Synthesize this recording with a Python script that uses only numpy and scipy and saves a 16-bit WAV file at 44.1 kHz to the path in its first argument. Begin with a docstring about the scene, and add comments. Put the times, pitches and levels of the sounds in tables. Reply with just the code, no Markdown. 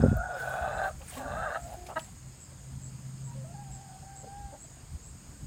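"""An outdoor run: hens croak, cluck and whine close by, and the hand-held recorder is bumped at the start.
Hoarse pulses excite throat resonances for the croaks and clucks; gliding tones sing the notes and whine.
A cricket chirps in gated sine pulses at a steady beat over a far insect chorus of coloured noise.
Feathers and litter rustle and tick in noise grains and short rings; swelling low noise makes light wind
on the microphone, and a wavering tone with rumble makes the low drone of a distant engine."""
import sys
import numpy as np
from scipy import signal
from scipy.io import wavfile
from scipy.ndimage import uniform_filter1d

SR = 44100
rng = np.random.default_rng(int(sys.argv[2]) if len(sys.argv) > 2 else 0)


def wav_out(sig):
    """Save sig, one row per channel (or a flat mono array), as 16-bit PCM at SR to the path in sys.argv[1]."""
    wavfile.write(sys.argv[1], SR, np.round(np.clip(np.atleast_2d(sig).T, -1, 1) * 32767).astype(np.int16))


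def gain_from_decibels(decibels):
    """Convert decibel values to linear amplitude factors."""
    exponent = np.asarray(decibels, float) / 20
    return 10 ** exponent


N = 241050  # samples in the scene

# hoarse croaks, one list each: (time [s], effort [dB], beak opening [0-1], upper resonance [Hz])
CROAK_PATHS = [
    [(0.0, -45.5, 0.89, 1435), (.18, -55, .6, 1414), (.366, -42.5, 0.6, 1400), (.4, -53, 0.96, 1480),
     (.444, -37.5, 0.38, 1382), (.88, -37, 0.63, 1520), (.93, -92, 0.6, 1530)],
    [(1.12, -54, 0, 1540), (1.174, -45.5, 0.4, 1580), (1.224, -43, 0.45, 1510), (1.4, -42.5, 0.76, 1493),
     (1.564, -41, 0.87, 1563), (1.6, -50, 0, 1480)],
    [(1.66, -49, .05, 1550), (1.71, -47, 0, 1530), (1.745, -43, 0, 1550), (1.77, -48, .2, 1580)],
    [(1.885, -42, 0.4, 1050), (1.92, -44, 0.52, 1190), (1.945, -47, 0.3, 1200)],
]
# upper throat resonances, for an upper resonance of 1450 Hz:
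# (frequency [Hz], nominal width [Hz], relative level [dB])
BEAK_RESONANCES = [(2600, 190, 5), (3000, 98, -0.5), (3533, 190, 3.5), (3790, 330, 1)]
LOW_HZ, MIDDLE_HZ = 704, 1210  # the windpipe's lowest band and the fixed resonance above it
# what the beak lets out against the lowest band: (shut [dB], open [dB])
MIDDLE_DB, UPPER_DB, BEAK_DB = (-34, -4.5), (-18, 4.5), (-27.5, -11.5)

# hoarse tones of the two halves of the syrinx inside the croaks:
# (hoarseness [0-1], [(time [s], pitch [Hz], level [dB], octave against fundamental [dB])])
SYRINX_VOICES = [(0.638, [(0.0, 700, -48, -3), (.14, 712, -49.5, 4), (.23, 740.7, -43, 3),
                 (.37, 720, -43.5, -1.5), (.4, 760, -62.5, 21), (.43, 740, -41.5, 5), (.6, 735.5, -46, 2.5),
                 (.635, 753, -35.5, -7), (.69, 757, -42, -10), (.86, 763.5, -36, 0.5),
                 (.895, 760, -38, -8)]), (0.66, [(.145, 581, -55, -25), (.165, 628, -40, -16),
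                 (.19, 665, -42.5, -4.5), (.25, 748, -36, -0.5), (.295, 846, -51, -10)]),
                 (0.86, [(.285, 650, -41.5, -17), (.433, 460, -52.5, -33), (.515, 573, -51, -8),
                 (.607, 637, -51, 1), (.687, 598, -40.5, -5), (.76, 652.6, -39.5, -12),
                 (.823, 582, -45.5, 1), (.92, 622, -45, -7.5)]), (.95, [(1.13, 748, -77, -22),
                 (1.19, 815, -47, -8), (1.3, 753.6, -49, 1), (1.38, 825, -51, -1.5),
                 (1.446, 770.6, -45, 2.5), (1.58, 749, -50, -1.5)]), (0.875, [(1.165, 567.5, -47.5, 3),
                 (1.2, 575, -49.5, -6), (1.36, 603, -41, -3), (1.447, 650, -48, 7), (1.507, 585, -39, -5),
                 (1.585, 650, -46.5, 2)])]

# short clucks: (start [s], peak [dB], nominal pitch [Hz], nominal length [s], brightness [dB])
CLUCK_EVENTS = [(1, -42.5, 272.4, 0.065, -7.5), (1.553, -29, 323, .014, 4), (1.956, -21, 312.6, 0.046, 1.5),
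                (2.07, -51, 379, 0.034, -26), (2.51, -52, 275, 0.025, -20), (4.027, -50.5, 292, 0.032, -22),
                (4.228, -39, 261.8, .04, -22), (4.262, -45, 240, .03, -30), (4.519, -39, 293.4, .058, -20),
                (4.64, -52, 311, .022, -23), (4.708, -57, 340, 0.011, -19), (4.765, -52.5, 335, 0.014, -11),
                (4.834, -59, 400, .015, -18)]
# throat of a cluck at the neutral pitch: (frequency [Hz], nominal width [Hz], relative level [dB])
THROAT_RESONANCES = [(254, 230, -11.5), (662, 300, -4.5), (903, 290, -0.8), (1245, 600, -4.5),
                     (1744, 760, -7.5), (2900, 700, -20), (4030, 960, -25)]
# higher clucks come from a shorter throat and are cleaner
NEUTRAL_HZ, CLUCK_ROUGH, ROUGH_PER_OCTAVE = 322, 0.24, -1.3

# short sung notes: (start [s], length [s], first pitch [Hz], last pitch [Hz], first level [dB])
SUNG_NOTES = [(1.162, 0.12, 251, 270, -45), (1.58, 0.1, 686, 703, -47), (1.764, 0.16, 352.4, 364, -54.5),
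              (3.267, 0.083, 960, 933, -55.5), (3.348, 0.096, 538, 525, -55), (3.435, 0.11, 638, 720, -53)]
NOTE_OCTAVE_DB, NOTE_HOARSE, NOTE_FADE_DB = -17, 0.52, -3.5
WINDPIPE_LIFT_DB, WINDPIPE_WIDTH_HZ = 19.5, 140  # lift of an octave in the windpipe's lowest band

# one long whine in three breaths: (time [s], pitch [Hz], level [dB], hoarseness [0-1])
WHINE_PATH = [(3.535, 854, -60, 0.4), (3.55, 816, -50, .3), (3.64, 806, -52.5, 0.44), (3.657, 802, -58, .5),
              (3.675, 770, -58.5, 0.84), (3.82, 788, -53.5, 0.42), (3.9, 780, -56.5, 0.88),
              (3.964, 770, -51, 0.38), (4.015, 765, -69, 0.8), (4.032, 773, -51, 0.42),
              (4.055, 773, -55, 0.37), (4.099, 788, -49.5, 0.23), (4.262, 766, -57.5, 0.4),
              (4.285, 786.5, -47, 0.23), (4.383, 815, -47.5, .2), (4.52, 787, -52.5, .12),
              (4.56, 791, -52, .1), (4.58, 790, -65, .2)]

# bumps on the recorder's case: (time [s], peak [dB], sign [+1 or -1], contact time [s])
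CASE_BUMPS = [(.001, -16.5, -1, 0.0033), (0.016, -17.5, -1, 0.0062), (.028, -14.5, -1, 0.0025),
              (0.038, -5, 1, 0.0019), (0.041, -12, -1, 0.0022), (.05, -11, 1, 0.0027),
              (0.0619, -11, -1, 0.0018), (.084, -11, 1, 0.00516), (0.117, -13.5, 1, 0.0039),
              (0.129, -17, -1, 0.0022), (0.156, -24, 1, 0.0093), (0.17, -21, 1, 0.02)]
# modes of the case: (frequency [Hz], relative level [dB], time to fall 60 dB [s])
CASE_MODES = [(53.6, -13.5, 0.22), (93, -0.5, 0.1), (133.7, -2, .1), (218, 6, 0.039), (397, 3, 0.029),
              (514, 3.5, 0.036), (760, -17, .03)]

# cricket chirps: (middle [s], nominal peak [dB], length [pulses])
CRICKET_CHIRPS = [(.76, -49.5, 7.5), (1.185, -49, 4.5), (1.642, -47.5, 8.2), (2.03, -44, 8),
                  (2.432, -46, 7.6), (2.854, -43.5, 8.2), (3.27, -45.5, 7.6), (3.742, -44, 8.2),
                  (4.192, -43.5, 7.9), (4.632, -44, 7.5), (5.071, -47.5, 10)]
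CHIRP_HZ, CHIRP_SAG_HZ, PULSES_PER_S = 7780, 342, 115
# pips of a lower insect: (start [s], peak [dB], frequency [Hz])
INSECT_PIPS = [(0.0164, -50, 5150), (0.0573, -58, 5110), (0.1281, -64, 5050), (0.3381, -53, 5110),
               (0.3718, -55, 5100), (0.4105, -60, 5170)]

# ticks of litter and wire:
# (start [s], first level [dB], ring [Hz], nominal width [Hz], time to fall 60 dB [s])
LITTER_TICKS = [(.168, -40.5, 14800, 3500, .02), (.4933, -32, 13600, 3000, 0.0055),
                (1.016, -51, 2600, 1500, 0.05), (1.08, -45, 8750, 1500, 0.09),
                (1.095, -39.5, 8640, 1500, 0.054), (1.13, -51, 3000, 800, 0.23),
                (1.737, -45, 14000, 3000, .015), (1.864, -42.5, 2340, 200, 0.029),
                (1.865, -47.5, 4900, 8100, 0.075), (1.9928, -26, 3480, 2050, 0.0072),
                (1.995, -43, 2900, 1210, .03), (1.9926, -48.5, 9000, 9000, .028),
                (2.0448, -40, 8400, 8000, .0076)]
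# a bird shifts in feathers and straw: (peak time [s], peak [dB], 20 dB rise [s], 20 dB fall [s])
RUSTLE_SWELLS = [(.09, -58.5, 0.12, 0.064), (.17, -72, .08, .06), (.4, -48.5, 0.06, 0.23),
                 (.51, -53.5, .15, .4), (.88, -52, 0.2, 0.08), (1.11, -49, 0.14, 0.23),
                 (1.18, -48.5, 0.21, 0.077), (1.73, -57, .9, 0.21), (1.9, -56, .15, 0.052),
                 (2.0, -51, 0.066, .04), (2.03, -59, .03, 0.27)]
# spectrum of feathers and straw: (frequency [Hz], relative density [dB per Hz])
RUSTLE_SPECTRUM = [(300, 7), (2000, 13), (5000, 5), (9000, 9.5), (12000, 2), (15500, 6.5)]

# gusts on the microphone: (peak time [s], peak [dB], 20 dB rise [s], 20 dB fall [s])
WIND_GUSTS = [(.2, -42, 0.96, .15), (.62, -43, 0.16, 0.3), (1.03, -46.5, 0.82, 0.092),
              (1.14, -46.5, .07, .2), (1.37, -36, 0.21, 0.19), (1.64, -42.5, 0.095, 0.68),
              (2.73, -40.5, 0.038, 0.23), (3.54, -46, .05, 0.082), (3.7, -45.5, .04, 0.13),
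              (4.02, -44.5, .09, 0.18), (4.46, -47, 0.49, 0.2), (4.84, -46, 0.05, 0.031),
              (4.94, -38.5, 0.06, 0.053), (5.06, -45, 0.038, 0.16), (5.17, -43.5, 0.15, 0.047),
              (5.29, -39.5, .08, 0.091), (5.44, -37.5, 0.078, 0.036)]
# spectrum of the wind: (frequency [Hz], relative density [dB per Hz])
WIND_SPECTRUM = [(25, -23), (40, -2.5), (60, 4), (100, -8), (160, -8), (230, -19), (300, -25), (420, -66),
                 (700, -55)]
BREEZE_DB = -53.5  # between gusts

# a distant engine: (time [s], tone level [dB])
DRONE_LEVELS = [(0.0, -42), (.3, -58), (.45, -49.5), (1.09, -61.5), (1.43, -49), (1.55, -64), (2.15, -61),
                (2.28, -47.5), (2.41, -62), (2.73, -46), (3.42, -42.5), (4.03, -54.5), (4.45, -54),
                (4.56, -60), (5.22, -57), (5.47, -66)]
DRONE_HZ = 131.3

# spectrum of far insects and hiss: (frequency [Hz], relative density [dB per Hz])
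AIR_SPECTRUM = [(250, 4), (400, -2.5), (800, -4), (1500, -7.5), (3900, -14), (5100, -7), (5800, -17),
                (6700, 1), (7400, -4.5), (8500, -2), (9300, -13.5), (10400, -24), (11500, -20),
                (15700, -21.5)]
AIR_DB = -54.5


def evened(x):
    """Normalisation: scales a signal to rms 1."""
    return x / np.sqrt(np.mean(x ** 2) + 1e-20)


def add(mix, s, sound):
    """Superposition: adds a sound to the mix at s seconds."""
    part = mix[max(round(s * SR), 0):][:len(sound)]
    part += sound[:len(part)]


def curves(rows):
    """Linear interpolation: the start time, and each further column sample by sample."""
    s, *columns = np.transpose(rows)
    t = np.arange(s[0], s[-1], 1 / SR)
    return s[0], [np.interp(t, s, column) for column in columns]


def level(rows):
    """Level interpolated in dB over the scene, practically silent after the last row."""
    s, db = np.transpose(rows)
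    return gain_from_decibels(np.interp(np.arange(N) / SR, s, db, right=-120))


def swells(rows):
    """Addition of powers: each swell rises to its peak and falls evenly in dB."""
    t = np.arange(N) / SR
    power = 0
    for s, db, rise, fall in rows:
        distance = np.where(t < s, (s - t) / rise, (t - s) / fall)
        power = power + gain_from_decibels(db - 20 * distance) ** 2
    return np.sqrt(power)


def wobble(size, span_s):
    """Random fluctuation: white noise smoothed twice over a span, at rms 1."""
    width = max(round(span_s * SR), 1)
    smooth = uniform_filter1d(rng.standard_normal(size), width)
    return evened(uniform_filter1d(smooth, width))


def resonate(x, hz, width_hz):
    """Heterodyne resonance: shifts hz to zero, smooths twice, shifts back, with peak gain 1."""
    turn = np.exp(2j * np.pi * np.cumsum(hz * np.ones(len(x))) / SR)
    r = np.exp(-np.pi * width_hz / SR)
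    smooth = signal.lfilter([(1 - r) ** 2], [1, -2 * r, r * r], x / turn)
    return 2 * (turn * smooth).real


def resonate_twice(x, hz, width_hz):
    """Cascaded resonance: two passes steepen the sides of the band."""
    return resonate(resonate(x, hz, width_hz), hz, width_hz)


def noise(colour, patchy_db, size=1024):
    """Spectral synthesis: random short-time spectra with a given colour and drifting patches."""
    hop, hz = size // 4, np.fft.rfftfreq(size, 1 / SR)
    real, imag, patches = rng.standard_normal((N // hop + 5, len(hz), 3)).T
    patches = uniform_filter1d(patches, size=10, axis=0)
    patches = evened(uniform_filter1d(patches, size=10, axis=1))
    f, db = np.transpose(colour)
    colour_db = np.interp(np.log(hz + 1), np.log(f + 1), db)[:, None]
    spectra = (real + 1j * imag) * gain_from_decibels(colour_db + patchy_db * patches)
    return evened(signal.istft(spectra, nperseg=size, noverlap=size - hop)[1][:N])


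def folds(per_s, jitter, rough, uneven_db):
    """Membrane oscillation: uneven snaps, each followed by a puff of turbulent air."""
    turns = np.cumsum(per_s * (1 + jitter * wobble(len(per_s), 0.004))) / SR + 0.9
    snaps = np.diff(np.floor(turns), prepend=0) * gain_from_decibels(uneven_db * rng.standard_normal(len(turns)))
    puffs = (0.61 + np.exp(-(turns % 1) / 0.54)) * rng.standard_normal(len(turns))
    rough = np.clip(rough, 0, 1)
    return (1 - rough) * evened(snaps) + rough * evened(puffs)


def tone(hz, db, octave_db, hoarse):
    """Phase-locked harmonics: hoarseness makes pitch and strength tremble and throb."""
    angle = 2 * np.pi * np.cumsum(hz * (1 + 0.0304 * hoarse * wobble(len(hz), 0.009))) / SR
    throb = np.sin(2 * np.pi * np.cumsum(125 + 25 * wobble(len(hz), 0.00854)) / SR)
    flutter = 1 + hoarse * (0.68 * wobble(len(hz), 0.0073) + 0.49 * throb)
    sung = gain_from_decibels(db) * (np.sin(angle) + gain_from_decibels(octave_db) * np.sin(2 * angle))
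    return np.sqrt(2) * sung * flutter * signal.windows.tukey(len(hz), 700 / len(hz))


def croak(rows):
    """Source and filter: the rasp of the syrinx rings the windpipe and the open beak."""
    s, (db, opening, upper_hz) = curves(rows)
    middle_db, upper_db, beak_db = (shut + (wide - shut) * opening
                                    for shut, wide in (MIDDLE_DB, UPPER_DB, BEAK_DB))
    drive = folds(np.full(len(db), 122.), jitter=0.1, rough=0.51, uneven_db=3.5)
    sound = evened(resonate_twice(drive, LOW_HZ, 367))
    sound = sound + gain_from_decibels(middle_db) * evened(resonate_twice(drive, MIDDLE_HZ, 690))
    sound = sound + gain_from_decibels(upper_db) * evened(resonate_twice(drive, upper_hz, 740))
    shift = (upper_hz / 1450) ** 0.98  # the beak's resonances move with the upper one
    beak = sum(gain_from_decibels(level_db) * resonate(drive, hz * shift, width)
               for hz, width, level_db in BEAK_RESONANCES)
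    ragged = gain_from_decibels(3.1 * wobble(len(db), 0.013))  # the high rasp comes in bursts
    sound = sound + gain_from_decibels(beak_db) * evened(ragged * beak)
    return s, gain_from_decibels(db) * sound * signal.windows.tukey(len(db), 600 / len(db))


def voice(hoarse, rows):
    """Independent oscillation: one half of the syrinx sings its own tone inside a croak."""
    s, columns = curves(rows)
    return s, tone(*columns, hoarse)


def cluck(s, db, hz, length, bright_db):
    """Source and filter: snaps ring the throat; upper resonances follow effort more steeply."""
    mouth = hz / NEUTRAL_HZ
    rough = CLUCK_ROUGH + ROUGH_PER_OCTAVE * np.log2(mouth)
    u = np.arange(round(1.2 * length * SR)) / (length * SR)
    peak = 0.5 * np.clip(1 - u, 0, 1) + 0.55 * np.exp(-((u - 0.4) / 0.29) ** 2)
    effort = np.minimum(u / 0.018, 1) * peak
    drive = folds(hz * (1.04 - 0.088 * u), jitter=0.037, rough=rough, uneven_db=2.5)
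    sound = 0
    for k, (f, width, level_db) in enumerate(THROAT_RESONANCES):
        # brightness acts by half on the third resonance and fully above it
        gain = gain_from_decibels(level_db + bright_db * np.clip(k - 1, 0, 2) / 2)
        ring = resonate_twice(drive * effort ** (1 + 0.43 * k), f * mouth, width)
        sound = sound + (-1) ** k * gain * ring  # neighbouring resonances are of opposite sign
    return s, gain_from_decibels(db) * sound / abs(sound).max()


def note(s, length, first_hz, last_hz, db):
    """Frequency glide: a straight, slightly fading tone whose octave the windpipe can lift."""
    u = np.linspace(0, 1, round(length * SR))
    hz = first_hz + (last_hz - first_hz) * u
    lift_db = WINDPIPE_LIFT_DB * np.exp(-((2 * hz - LOW_HZ) / WINDPIPE_WIDTH_HZ) ** 2)
    return s, tone(hz, db + NOTE_FADE_DB * u, NOTE_OCTAVE_DB + lift_db, NOTE_HOARSE)


def whine():
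    """Frequency and amplitude modulation: the long thin whine of a hen further back."""
    s, (hz, db, hoarse) = curves(WHINE_PATH)
    return s, tone(hz, db, NOTE_OCTAVE_DB, hoarse)


def bump(s, db, sign, contact):
    """Impact excitation: a soft push rings the low modes of the case."""
    t = np.arange(SR // 5) / SR
    ring = sum(gain_from_decibels(level_db - 60 * t / t60) * np.cos(2 * np.pi * hz * t)
               for hz, level_db, t60 in CASE_MODES)
    push = np.hanning(max(round(contact * SR), 3))
    sound = np.convolve(ring, push)
    return s - contact / 2, sign * gain_from_decibels(db) * sound / abs(sound).max()


def chirp(s, db, pulses):
    """Stridulation: wing strokes gate a tone whose pitch arches up to the middle of the chirp."""
    length = pulses / PULSES_PER_S
    u = np.linspace(-1, 1, round(length * SR))
    stroke = (u * pulses / 2 + 0.5) % 1
    hz = CHIRP_HZ - CHIRP_SAG_HZ * u ** 2
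    hz = hz - 120 * (stroke - 0.3) + 60 * wobble(len(u), 0.0051)
    gate = np.sin(np.pi * np.minimum(stroke / 0.83, 1)) ** 0.86
    gate = gate * gain_from_decibels(0.87 * wobble(len(u), 0.0018))
    return s - length / 2, gain_from_decibels(db - 5.2 * u ** 2) * gate * np.sin(2 * np.pi * np.cumsum(hz) / SR)


def pip(s, db, hz):
    """Stridulation: one short wing stroke, a windowed sine."""
    t = np.arange(round(0.011 * SR)) / SR
    return s, gain_from_decibels(db) * np.sin(2 * np.pi * hz * t) * signal.windows.tukey(len(t), 0.6)


def tick(s, db, hz, width_hz, t60):
    """Damped resonance: a dying puff of noise in a broad ring."""
    t = np.arange(SR // 10) / SR
    ring = evened(resonate(rng.standard_normal(len(t)), hz, width_hz))
    return s, gain_from_decibels(db) * ring * gain_from_decibels(-60 * t / t60) * np.minimum(t / 0.0013, 1)


def rustle():
    """Friction noise: dense crackle of feathers and straw, swelling as the birds move."""
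    grains = gain_from_decibels(0.4 * wobble(N, 0.0019))
    return swells(RUSTLE_SWELLS) * evened(grains * noise(RUSTLE_SPECTRUM, patchy_db=2.5, size=256))


def yard(x):
    """Scattering: short sparse echoes from posts and ground."""
    t = np.arange(SR // 4) / SR
    sparse = (rng.random(len(t)) < 0.05) * (t > 0.004)
    taps = rng.choice([-1., 1.], len(t)) * sparse * gain_from_decibels(-60 * t / 0.23)
    return signal.fftconvolve(x, taps / np.linalg.norm(taps))[:N]


def wind():
    """Turbulent pressure: lumpy low noise on the microphone, gusts added to a breeze in power."""
    lumps = gain_from_decibels(0.42 * wobble(N, 0.019))
    pressure = evened(lumps * noise(WIND_SPECTRUM, patchy_db=2.0, size=2048))
    return np.hypot(gain_from_decibels(BREEZE_DB), swells(WIND_GUSTS)) * pressure


def drone():
    """Narrow-band radiation: a wavering engine tone, partly smeared to noise, under a broad rumble."""
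    angle = 2 * np.pi * np.cumsum(DRONE_HZ + 1.63 * wobble(N, 0.09)) / SR
    smear = evened(resonate(rng.standard_normal(N), DRONE_HZ, 47))
    rumble = evened(resonate_twice(rng.standard_normal(N), 166, 158))
    return level(DRONE_LEVELS) * (np.sqrt(2) * np.sin(angle) + 0.48 * smear + 0.4 * rumble)


def air():
    """Incoherent summation: far insects and hiss merge into steady coloured noise."""
    return gain_from_decibels(AIR_DB) * noise(AIR_SPECTRUM, patchy_db=1.38)


def scene():
    """Superposition: birds, insects and ticks with the yard's echo, then the sounds without echo."""
    near, case = np.zeros(N), np.zeros(N)
    for rows in CROAK_PATHS:
        add(near, *croak(rows))
    add(near, *whine())
    for source, table in ((voice, SYRINX_VOICES), (cluck, CLUCK_EVENTS), (note, SUNG_NOTES),
                          (chirp, CRICKET_CHIRPS), (pip, INSECT_PIPS), (tick, LITTER_TICKS)):
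        for row in table:
            add(near, *source(*row))
    for row in CASE_BUMPS:
        add(case, *bump(*row))
    echo = gain_from_decibels(-17) * yard(near)
    return (near + echo + case + rustle() + wind() + drone() + air())[None]


def low_pass(x):
    """Removes everything above the highest recorded frequency."""
    return signal.sosfilt(signal.butter(12, 15750, fs=SR, output="sos"), x)


def record(dry):
    """High-pass response: the microphone drops the deepest bass, below about 40 Hz."""
    high_pass = signal.butter(3, 40, "high", fs=SR, output="sos")
    mix = signal.sosfilt(high_pass, dry)
    return low_pass(mix)


dry = scene()
out = record(dry)
wav_out(out)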